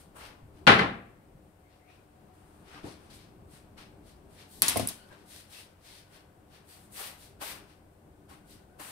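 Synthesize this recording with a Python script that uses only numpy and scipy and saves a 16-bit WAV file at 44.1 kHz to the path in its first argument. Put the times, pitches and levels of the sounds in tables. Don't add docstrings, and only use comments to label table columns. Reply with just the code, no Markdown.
import sys
import numpy as np
from scipy import signal
from scipy.fft import rfft, irfft, next_fast_len
from scipy.io import wavfile
from scipy.ndimage import uniform_filter1d

SR = 44100
rng = np.random.default_rng(int(sys.argv[2]) if len(sys.argv) > 2 else 0)


def to_wav(sig):
    pcm = np.clip(np.atleast_2d(sig), -1, 1) * 32767
    pcm = np.round(pcm).astype(np.int16)
    wavfile.write(sys.argv[1], SR, pcm.T)


def gain_from_decibels(decibels):
    exponent = np.asarray(decibels, float) / 20
    return 10 ** exponent


N = 392931
STEP = 32

# [f/Hz, level/dB per Hz]
CLICK_COLOUR = [(180, -44), (300, -20), (1000, -10), (2100, -11), (2980, -12), (3900, -4), (5700, -8),
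                (6800, -11), (9300, -1), (11200, 1), (13000, -7), (15300, -13), (16000, -30), (16600, -42),
                (16800, -80)]


def door(mix):
    # [t/s, blow/dB, brightness/dB per octave, panel ring/dB rel.]
    contacts = [
        (0.6678, -20, 0.5, -5.5),
        (0.6734, -13, 1.1, -5),
        (.681, -17, -1.07, -14),
        (.696, -21, -2, -14),
        (0.7183, -22.5, -1, -6.5),
        (.787, -29, -2.5, -4),
        (.792, -24.5, -0.5, -7),
        (.812, -30, -3.5, -4.5),
    ]
    # [f/Hz, level/dB per Hz]
    blow_colour = [(18, -45), (30, -24), (174, -5.5), (486, -6), (721, -8), (801, 1), (889, -10),
                   (1100, -2.5), (2060, -5.5), (4190, -13.5), (7090, -34.5), (9970, -36.5), (16000, -63.5)]
    # [f/Hz, level/dB, t60/s]
    shut_modes = [(108, -4.5, .3), (169.3, -5, 0.34), (188, -4, .15), (205, -2, 0.22), (236.3, 1, .3),
                  (292, -8, 0.3), (404.5, -4.5, 0.38), (470, -3, .3), (504, -1.5, 0.27), (590, -6, .2),
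                  (641, -3.5, 0.33), (700, -7.5, .4), (798, 0.5, .2), (835, 1, .25), (921, -11, 0.25),
                  (1072, -4, 0.22), (1206, 1, .15), (1316, -9, .3), (1422, -1, .2), (1605, -8.5, .3),
                  (1736, -7, 0.33), (1949, -8, .3), (1987, 0, .2), (2042, -7.5, .3), (2128, -7.5, .3),
                  (2260, -5, .25), (2557, -10, .3), (2600, -9.5, 0.28), (3035, -6.5, 0.35),
                  (3430, -10.5, .2), (3830, -14, .2), (4270, -15, .2), (4570, -17, .2)]
    # [f/Hz, level/dB, t60/s]
    free_modes = [(173.6, 5, .3), (206, -2, .3), (237.6, -9, .3), (316, -12.5, .3), (416, -8, 0.32),
                  (479.5, -9, 0.32), (577, -15, 0.38), (695, -5, 0.62), (830, -6.5, 0.27), (930, -13, .35),
                  (1054, 1.5, 0.3), (1244, -13, 0.415), (1416, -14.5, .2), (2037, 8, 0.099),
                  (2900, -11, .1)]
    # [f/Hz, level/dB, t60/s]
    latch_modes = [(1995, 0.5, .1), (2310, -3, .08), (1200, -2, .07), (1430, -3, 0.066), (3030, -7, .06)]
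    # [t/s, level/dB]
    latch_hits = [
        (0.6679, -18),
        (.6735, -14.5),
        (.697, -26.5),
        (0.7924, -31),
    ]
    # [t/s, level/dB]
    latch_ticks = [
        (.6735, -37),
        (.6915, -36),
        (.7925, -38),
    ]
    # [f/Hz, level/dB per Hz]
    hall_colour = [(600, -30), (1300, -6), (2100, 0), (3000, -6), (4500, -22), (8000, -60)]
    free_from_s, edge_db, left_right_db = .75, 10, -1.5
    next_room_db, hall_db = -34, -40

    def plate(modes):
        hz = np.array(modes)[:, :1]
        return ring(modes, np.clip((hz - 150) / 600, 0, np.pi / 2))

    shut, free, latch = plate(shut_modes), plate(free_modes), plate(latch_modes)
    out = np.zeros((2, N))
    for s, db, slope_db, panel_db in contacts:
        panel = shut if s < free_from_s else free
        add(out, s, gain_from_decibels(db + panel_db) * panel)
        add(out, s, gain_from_decibels(db) * room_tail(blow_colour, slope_db, rise_s=.001))
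        add(out, s, gain_from_decibels(db + edge_db) * crack(blow_colour, .0026, 1.5 * slope_db + 1.5))
    for s, db in latch_hits:
        add(out, s, gain_from_decibels(db) * latch)
    for s, db in latch_ticks:
        add(out, s, gain_from_decibels(db) * crack(CLICK_COLOUR, .0015, 0))
    first_s = contacts[0][0]
    add(out, first_s, gain_from_decibels(next_room_db) * room_tail(blow_colour, -1.5, rise_s=.03, longer=1.9))
    add(out, first_s, gain_from_decibels(hall_db) * room_tail(hall_colour, 0, rise_s=.05, longer=1.8))
    add(mix, 0, out * gain_from_decibels([[left_right_db / 2], [-left_right_db / 2]]))


def catch(mix):
    # [t/s, direct/dB, left-right/dB, room/dB, brightness/dB per octave]
    snaps = [(4.6201, -4, 0, -24.5, 0), (4.6815, -13, -1, -30, .5), (4.6824, -14, 2, -40, .5),
             (4.6594, -28, 0, -37, 1.5), (4.6635, -29, 2, -40, 1.5), (4.6745, -29, 1, -42, 1),
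             (4.6858, -13, 2, -33, 1.5), (4.6875, -15, -6, -36, 2), (4.696, -17, .3, -36, .5),
             (4.7705, -18, -6, -39, 2), (4.758, -29, .3, -38, -2.5), (4.7737, -19, -2, -41, 2),
             (4.7955, -24, 1, -37, -1), (4.873, -20, -6, -42.5, 6), (4.8855, -26, -1.5, -46, 3),
             (4.8871, -19, -5, -44, 4), (4.8897, -24, .3, -50, 4)]
    # [delay/s, level/dB]
    counter_echoes = [
        (.005, -7),
        (.0089, -10),
        (0.0138, -15),
    ]
    # [f/Hz, level/dB, t60/s]
    shell_modes = [(3880, -16, 0.013), (4455, -18, 0.03), (10800, -19, 0.011)]
    # [f/Hz, level/dB per Hz]
    room_colour = [(120, -27), (200, -1), (468, -13.5), (997, -2), (1520, -5), (2800, -2.5), (3950, -1),
                   (5200, -3.5), (7100, -8), (9400, -2.5), (12000, -10), (15000, -17.5), (15700, -16.5),
                   (16000, -60)]
    # [t/s, f/Hz, level/dB, t60/s, left-right/dB]
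    pings = [(4.6202, 11600, -2, .005, -9), (4.6211, 8800, -10, .005, 4), (4.6211, 4100, -14, .007, 2),
             (4.6204, 14200, -14, .004, 6), (4.6251, 10800, -3, .0035, 0), (4.6277, 9500, -18, .004, 0),
             (4.682, 6800, -12, 0.01, -1), (4.6818, 9900, -14, 0.009, -2), (4.6815, 4600, -22, .01, 0),
             (4.6858, 8500, -17, .008, 2), (4.6858, 13500, -22, .008, 0), (4.6874, 10500, -17, 0.01, -5),
             (4.6905, 10300, -20, .012, -3), (4.6965, 8900, -21, .012, -2), (4.7075, 8500, -28, .01, 0),
             (4.7706, 9370, -19, 0.015, -7), (4.7706, 11700, -20, .012, -4), (4.7722, 10500, -22, .01, -7),
             (4.774, 12300, -22, .012, 0), (4.7955, 9800, -32, 0.019, 0), (4.873, 9570, -16, 0.011, -11),
             (4.874, 9900, -24, .01, 4), (4.8778, 9660, -27, .01, -3), (4.882, 9600, -30, .008, 0),
             (4.873, 8020, -24, 0.0128, 3), (4.887, 4905, -33, 0.021, -3), (4.7955, 4210, -34, 0.029, 0),
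             (4.7955, 2506, -35, .02, 0), (4.772, 2086, -32, 0.044, -3), (4.873, 14300, -28, .012, 0),
             (4.887, 11100, -24, 0.009, -7)]
    left_lag_s, echo_slope_db = .00018, -.5
    for s, db, pan_db, room_db, slope_db in snaps:
        length_s = .00095 * gain_from_decibels(-.29 * db)
        snap = gain_from_decibels(db) * crack(CLICK_COLOUR, length_s, slope_db)[:1]
        add(mix[:1], s + left_lag_s, gain_from_decibels(pan_db / 2) * snap)
        add(mix[1:], s, gain_from_decibels(-pan_db / 2) * snap)
        for delay_s, echo_db in counter_echoes:
            echo = crack(CLICK_COLOUR, .6 * length_s, slope_db + echo_slope_db)
            add(mix, s + delay_s, gain_from_decibels(db + echo_db) * echo)
        add(mix, s, gain_from_decibels(db - 2.5 * slope_db) * ring(shell_modes, 1.8))
        add(mix, s, gain_from_decibels(room_db) * room_tail(room_colour, .5 * slope_db, rise_s=.0019, longer=.84))
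    for s, hz, db, t60, pan_db in pings:
        note = ring([(hz, 0, t60), (hz * 1.045, -4, t60)], .6, rise_s=.0004)
        add(mix, s, gain_from_decibels([[db + pan_db / 2], [db - pan_db / 2]]) * note)


def slippers():
    # [f/Hz, level/dB per Hz]
    sole_colour = [(240, -31.5), (400, -6), (620, -3.5), (900, -2), (1750, -3), (3200, -4.5), (4400, -4.5),
                   (5600, -8.5), (7010, -12.5), (8600, -5.5), (11500, -9.5), (15600, -15), (16000, -59)]
    # [full pressure t/s, hold/s, pressure/dB, hollow/dB rel., grit hiss/dB rel.]
    slides = [(.215, 0.052, -56.5, 3.5, -3.5), (.572, 0.025, -73.5, 1, 0), (1.72, 0.037, -75, -2, -12),
              (1.91, 0.049, -73, 3, -3), (2.69, 0.032, -64.5, 3.5, -3.5), (2.752, 0.026, -60.5, 6, -5.5),
              (2.88, 0.0428, -59, -8, -2), (3.03, 0.044, -72, 0, 1.5), (3.2, .04, -65.5, -7, -4.5),
              (3.54, 0.03, -65, -3, 4), (4.09, .01, -64.5, -11.5, 0), (4.34, .01, -70.5, -5, 4.5),
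              (4.4, 0.02, -59, -4.5, -3.5), (4.535, 0.059, -62, -26, 5), (5.04, .05, -73.5, -4, 0),
              (5.125, 0.018, -68, 4.5, -2), (5.2, .02, -71, -5, -2), (5.32, 0.076, -57, -11.5, 2.5),
              (5.54, 0.066, -55, -9, 0.5), (5.87, 0.1193, -58.5, -10.5, -2),
              (6.15, 0.016, -62.5, -1.5, -1.5), (6.55, 0.01, -63, -1.5, -4), (6.71, 0.057, -65, -3.5, 5),
              (6.82, 0.036, -73, -9, 8.5), (6.985, 0.089, -49, -4.5, 2), (7.22, 0.036, -61, -12.5, 3),
              (7.7, .02, -68.5, -3, -3), (8.52, 0.014, -61, -12.5, 1.5)]
    # [t/s, hold/s, pressure/dB, hollow/dB rel., grit hiss/dB rel.]
    stamps = [(0.0, 0.0097, -67, -9, 6), (.16, 0.029, -71, 13, 11.5), (2.34, 0.29, -84, -6, 11),
              (2.838, 0.018, -63, -4, -8), (2.857, .03, -66, -12, 5), (3.105, 0.028, -59.5, -12, -5),
              (3.138, 0.021, -63.5, -14, 4.5), (3.78, 0.0377, -58.5, -2, -5.5), (6.69, 0.048, -66, -12, 3),
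              (6.925, 0.042, -73, -21, 17), (6.995, 0.022, -61.5, 9, 14.5), (7.416, 0.097, -48, -1.5, 2),
              (8.295, 0.0425, -65.5, 0.5, 2.5), (8.8, .13, -56, 1.5, 6)]
    # [t/s, level/dB]
    shuffle = [(0, -69.5), (1.3, -77.5), (2.1, -73), (2.4, -68), (2.6, -67), (3.05, -67), (3.4, -71.5),
               (4.3, -70.5), (5.5, -70), (6.4, -74.5), (7.0, -70), (7.7, -73.5), (7.9, -77), (8.2, -79),
               (8.91, -73)]
    # [t/s, level/dB]
    nearness = [
        (0, 0),
        (2.7, -2),
        (2.9, -10),
        (3.15, -2),
        (4.4, -2.5),
        (4.55, 2.5),
        (5.5, -3),
        (6.8, 2),
        (7.1, 1),
        (8.9, 0),
    ]
    # [middle t/s, length/s, f/Hz, glide/Hz, level/dB]
    squeaks = [(1.675, .12, 2150, 100, -76.5), (1.715, .05, 1950, 30, -76.5), (1.74, .06, 2750, 60, -77.5),
               (1.83, .1, 2080, -100, -73.5), (1.9, 0.14, 2305, 250.5, -71), (1.91, .12, 2520, 48.5, -67),
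               (1.905, .06, 1900, -80.5, -71.5), (1.94, .07, 2850, 50, -73.5), (1.91, .06, 3800, -120, -75),
               (2.0, .08, 2450, 50, -73.5), (2.765, 0.0305, 1168, 40.5, -57.5),
               (2.787, 0.027, 1150, 39.5, -56), (2.79, .02, 2050, 50, -62), (2.765, .05, 2500, 300, -64),
               (2.756, .05, 2000, 199.5, -62.5), (2.76, 0.065, 1550, 100.5, -62.5),
               (2.887, .015, 4500, 0, -60), (2.718, .015, 3000, 0, -63), (2.717, .02, 2300, 0, -64),
               (5.02, .12, 3000, 0, -68), (5.02, .14, 4500, 0, -69), (5.14, .06, 3900, 0, -70),
               (5.03, .1, 1500, 49.5, -66), (5.13, .08, 1580, 50.5, -60), (5.35, .14, 4000, -300, -70),
               (5.56, .09, 3400, -900, -62), (5.585, .13, 2720, 81, -58), (5.93, .14, 4200, -300, -65.5),
               (6.73, .1, 4600, -300, -66)]
    falls = np.array([
        [110],
        [139],
        [170],
        [200.5],
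        [219.5],
    ])
    heel_db = [
        [4.5],
        [-9],
        [-23],
        [-5],
        [-6],
    ]
    slide_rise_db_per_s, stamp_rise_db_per_s = 181, 1409.5
    heel_s, heel_fall_db_per_s = .018, 499.5
    touch_db_per_s2 = 2500
    lead_s = np.array([[0], [0], [0], [.0096], [.0096]])

    parts = split(diffuse(N, sole_colour, grain_db=2.0), [1600, 3200, 6500, 11500])
    rest_db = [[0], [-9], [-13.5], [-15.5], [-21]]
    times = np.arange(0, N + STEP, STEP) / SR
    power = gain_from_decibels(np.interp(times, *np.transpose(shuffle)) + rest_db) ** 2

    def shares(s, db, hollow_db, hiss_db):
        fabric_db = .5 + .44 * hollow_db
        air_db = hiss_db - 5 + .2 * (db + 50)
        air_db += np.interp(s, *np.transpose(nearness))
        return gain_from_decibels(db + np.array([[hollow_db], [fabric_db], [0], [hiss_db - 2.0], [air_db]]))

    for s, hold, db, hollow_db, hiss_db in slides:
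        gain = stroke(s - lead_s, hold + lead_s, slide_rise_db_per_s, falls, touch_db_per_s2)
        power += (shares(s, db, hollow_db, hiss_db) * gain) ** 2
    for s, hold, db, hollow_db, hiss_db in stamps:
        share = shares(s, db, hollow_db, hiss_db)
        drag = stroke(s, hold, stamp_rise_db_per_s, falls, touch_db_per_s2)
        slap = gain_from_decibels(heel_db) * stroke(s, heel_s, stamp_rise_db_per_s, heel_fall_db_per_s)
        power += (share * drag) ** 2 + (share * slap) ** 2
    out = sum(smooth(gain) * evened(part) for gain, part in zip(np.sqrt(power), parts))
    for s, length_s, hz, glide_hz, db in squeaks:
        add(out, s - length_s / 2, gain_from_decibels(db) * squeak(length_s, hz, glide_hz))
    return out


def squeak(length_s, hz, glide_hz):
    u = np.linspace(0, 1, round(length_s * SR))
    a, b, c, d = rng.standard_normal((len(u), 4)).T
    low_pass = signal.butter(2, .06 * hz, fs=SR, output="sos")
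    waver = signal.sosfilt(low_pass, np.array([a + 1j * b, c + 1j * d]))
    phase = 2 * np.pi * np.cumsum(hz + glide_hz * (u - .5)) / SR
    return evened((waver * np.exp(1j * phase)).real) * np.sin(np.pi * u)


def stand(mix):
    # [t/s, level/dB, ring time factor, hardness/dB per octave]
    jolts = [
        (4.621, -43, 1.3, 6.5),
        (4.686, -37, 0.42, -3.5),
        (4.713, -39.5, 0.32, 1),
        (4.737, -40.5, 0.26, -3),
        (4.758, -25, 1.117, 3),
        (4.768, -34.5, 0.67, -3),
        (4.795, -25.5, 0.71, 1.5),
        (4.818, -33, 1.15, -2.5),
        (4.845, -38.5, 1.1, -0.5),
        (4.905, -43.5, 0.53, 3.5),
    ]
    # [f/Hz, level/dB, t60/s]
    stand_modes = [(103, -3, 0.15), (180, -5, 0.11), (252.7, 0.5, 0.11), (326.4, -9, 0.087),
                   (413, -3.5, 0.046), (567, -4.5, 0.064), (657, -3.5, .09), (697.6, 3.5, 0.052),
                   (845.5, -11, .08), (1066, -11.5, 0.086), (1160, -20, .06)]
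    t = np.arange(16384) / SR
    for s, db, longer, slope_db in jolts:
        modes = [(hz, mode_db + slope_db * np.log2(hz / 300), t60) for hz, mode_db, t60 in stand_modes]
        add(mix, s, gain_from_decibels(db) * band(ring(modes, .69, longer), 59.83, 3000))
        noise = evened(band(rng.standard_normal((len(t), 2)).T, 88.3, 500))
        add(mix, s, gain_from_decibels(db) * noise * gain_from_decibels(-5.5 - 60 * t / (.19 * longer)))


def thuds(mix):
    # [t/s, peak/dB, f/Hz]
    blows = [(0.428, -40, 91.5), (0.539, -46.5, 86.1), (1.349, -43, 135), (2.832, -39, 198.3),
             (2.8405, -30, 305), (2.843, -42, 262), (2.853, -40, 308), (2.872, -40, 323),
             (3.788, -48.5, 91.5), (5.106, -53.5, 79), (7.417, -38, 822), (8.319, -57, 108),
             (8.8, -41.5, 833), (2.8399, -39.5, 657), (2.84, -49, 1500), (2.865, -44, 921),
             (5.115, -46, 994), (5.122, -50, 598), (8.31, -44, 1095), (8.312, -47, 800)]
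    for s, db, hz in blows:
        colour = [(hz / 4, -20), (hz, 0), (3 * hz, -12), (10 * hz, -35), (16000, -70)]
        note = ring([(hz, -2, .09), (hz * .36, -4, .1)], min(hz / 900, 1.5))
        add(mix, s, gain_from_decibels(db) * note)
        add(mix, s, gain_from_decibels(db - 13.0) * room_tail(colour, rise_s=.008, longer=.72))


def fridge():
    # [f/Hz, level/dB, half width/Hz]
    hum_lines = [(91.5, -70.5, 6), (305, -75.5, 3), (575, -85.5, 3)]
    # [f/Hz, half width/Hz]
    pipes = [(737, 9), (1500, 65)]
    # [t/s, hold/s, level/dB]
    low_surges = [
        (1.8, 0.64, -71),
        (3.7, .02, -70),
        (4.551, 0.42, -70),
        (6.33, 0.028, -71),
        (6.93, 0.16, -75),
        (7.46, 0.097, -78),
        (8.702, .2, -73),
    ]
    # [t/s, hold/s, level/dB]
    high_surges = [
        (2.9, .1, -89),
        (4.99, 0.1196, -70),
        (6.06, 0.2, -78),
        (6.93, 0.17, -80.5),
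        (7.58, .04, -77.5),
        (8.42, .33, -77),
    ]
    surge_db_per_s = 47
    out = np.zeros((2, N))
    for hz, db, width_hz in hum_lines:
        out += gain_from_decibels(db) * evened(band(rng.standard_normal(N), hz - width_hz, hz + width_hz))
    for (hz, width_hz), idle_db, surges in zip(pipes, (-84, -87), (low_surges, high_surges)):
        level = gain_from_decibels(idle_db)
        for s, hold, db in surges:
            level = level + gain_from_decibels(db) * stroke(s, hold, surge_db_per_s, surge_db_per_s)
        whistle = band(rng.standard_normal((N, 2)).T, hz - width_hz, hz + width_hz)
        out += smooth(level) * evened(whistle)
    return out


def room_tone():
    # [t/s, level/dB]
    rumble = [(0.0, -57), (1.07, -58.5), (1.79, -62.5), (2.16, -59.5), (2.83, -56.5), (3.87, -56),
              (4.6, -58), (5.11, -60), (6.06, -62.5), (6.45, -59.5), (8.91, -58.5)]
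    # [f/Hz, level/dB per Hz]
    rumble_colour = [(11, -51), (18, -11), (76, -1), (112, -4), (218, -5), (269, -13.5), (294, -2),
                     (327, -9.5), (404, -6), (449, -19), (747, -17.5), (787, -18.5), (1200, -27),
                     (1560, -59), (2640, -120)]
    # [t/s, level/dB]
    booms = [
        (0.78, -46.5),
        (3.05, -61),
        (4.77, -49.5),
        (7.64, -61),
        (8.45, -66.5),
    ]
    # [f/Hz, level/dB per Hz]
    hiss_colour = [(290, -27.5), (500, 0.5), (810, -6.5), (1290, -13), (1760, -15), (3550, -23),
                   (6660, -27), (8670, -20.5), (10500, -25), (13000, -23.5), (15700, -27.5), (16000, -68.5)]
    hiss_db, boom_rise_db_per_s, boom_fall_db_per_s = -66.5, 95, 115
    lumps = evened(uniform_filter1d(uniform_filter1d(rng.standard_normal(N), 2500), 2500))
    level = gain_from_decibels(np.interp(np.arange(N) / SR, *np.transpose(rumble)))
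    for s, db in booms:
        level = level + smooth(gain_from_decibels(db) * stroke(s, 0, boom_rise_db_per_s, boom_fall_db_per_s))
    return level * gain_from_decibels(1.2 * lumps) * diffuse(N, rumble_colour) + gain_from_decibels(hiss_db) * diffuse(N, hiss_colour)


def ring(modes, spread, longer=.91, rise_s=.0029):
    hz, db, t60 = np.transpose(modes)[:, :, None]
    t60 = np.clip(t60 * longer, .002, .6)
    t = np.arange(0, 1.3 * t60.max(), 1 / SR)
    apart = spread * rng.uniform(-1.5, 1, hz.shape)
    decay = gain_from_decibels(db - 60 * t / t60)
    sides = [(decay * np.sin(2 * np.pi * hz * t + side * apart)).sum(0) for side in (-1, 1)]
    return np.array(sides) * (1 - np.exp(-t / rise_s))


def crack(colour, length_s, slope_db):
    u, hz = np.arange(1024) / SR / length_s, np.fft.rfftfreq(1024, 1 / SR)
    z = rfft(rng.standard_normal((1024, 2)).T * u * np.exp(-3 * u))
    flat = z / uniform_filter1d(abs(z), 9)
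    burst = irfft(flat * gain_from_decibels(read(colour, hz) + slope_db * np.log2(hz / 1000 + 1e-3)))[:, :512]
    return burst / abs(burst).max(1)[:, None]


def room_tail(colour, slope_db=0., rise_s=.003, longer=.887):
    # [f/Hz, t60/s]
    kitchen_t60 = [(60, .7), (250, 0.57), (700, .46), (1800, 0.4888), (4800, 0.35), (10000, 0.38)]
    hz, t, z = signal.stft(diffuse(32768, colour, slope_db), SR, nperseg=256)
    t60 = longer * read(kitchen_t60, hz)[:, None]
    tail = signal.istft(z * gain_from_decibels(-60 * t / t60), SR, nperseg=256)[1]
    return tail * (1 - np.exp(-np.arange(tail.shape[1]) / SR / rise_s))


def diffuse(size, colour, slope_db=0., grain_db=0.):
    # [f/Hz, left-right likeness]
    likeness = [(60, .93), (250, .88), (550, 0.48), (1000, .1), (1300, -0.065), (2500, .05),
                (8000, 0.00092)]
    hz = np.fft.rfftfreq(size, 1 / SR)
    grains = rng.standard_normal((size, 2)).T * gain_from_decibels(grain_db * rng.exponential(1, (size, 2)).T)
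    a, b = rfft(grains)
    same = np.clip(read(likeness, hz), -1, 1)
    gain = gain_from_decibels(read(colour, hz) + slope_db * np.log2(hz / 1000 + 1e-3))
    return evened(irfft(np.array([a, same * a + np.sqrt(1 - same ** 2) * b]) * gain, size))


def stroke(s, hold, rise_db_per_s, fall_db_per_s, sudden_db_per_s2=0):
    u = np.arange(0, N + STEP, STEP) / SR - s
    rise_db = rise_db_per_s * np.minimum(u, 0) - sudden_db_per_s2 * np.clip(u, -1, 0) ** 2
    return gain_from_decibels(rise_db - fall_db_per_s * np.maximum(u - hold, 0))


def smooth(gain):
    return np.interp(np.arange(N), np.arange(len(gain)) * STEP, gain)


def split(x, edges_hz):
    size = next_fast_len(x.shape[1])
    octave, z = np.log2(np.fft.rfftfreq(size, 1 / SR) + 1), rfft(x, size)
    above = [np.clip((octave - np.log2(f)) * 2 + .5, 0, 1) for f in edges_hz]
    return [irfft(z * (a - b), size)[:, :x.shape[1]] for a, b in zip([1] + above, above + [0])]


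def band(x, lo_hz, hi_hz):
    return signal.sosfilt(signal.butter(3, [lo_hz, hi_hz], "band", fs=SR, output="sos"), x)


def evened(x):
    return x / np.sqrt(np.mean(x ** 2) + 1e-20)


def read(points, hz):
    f, value = np.transpose(points)
    return np.interp(np.log(hz + 1), np.log(f + 1), value)


def add(mix, s, sound):
    part = mix[:, round(s * SR):][:, :sound.shape[1]]
    part += sound[:, :part.shape[1]]


def scene():
    mix = room_tone() + fridge() + slippers()
    for source in (door, catch, stand, thuds):
        source(mix)
    return mix


def roll_off(x):
    return signal.sosfilt(signal.butter(12, 16830, fs=SR, output="sos"), x)


def record(dry):
    # [f/Hz, left-right/dB]
    left_lead = [(60, 1.5), (110, 1), (200, 2.5), (380, 3.5), (700, 6), (1290, 4), (2380, 5.5), (4400, 3.5),
                 (8120, 6.5), (15000, 0)]
    size = next_fast_len(N)
    lead_db = read(left_lead, np.fft.rfftfreq(size, 1 / SR)) * np.array([[.5], [-.5]])
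    x = irfft(rfft(dry, size) * gain_from_decibels(lead_db), size)[:, :N]
    x = x / (1 + (abs(x) / .98) ** 4) ** (1 / 4)
    low_pass = signal.firwin(301, 16650, window=("kaiser", 9), fs=SR)
    x = signal.oaconvolve(x, low_pass[None], "same", axes=1)
    return roll_off(x)


dry = scene()
out = record(dry)
to_wav(out)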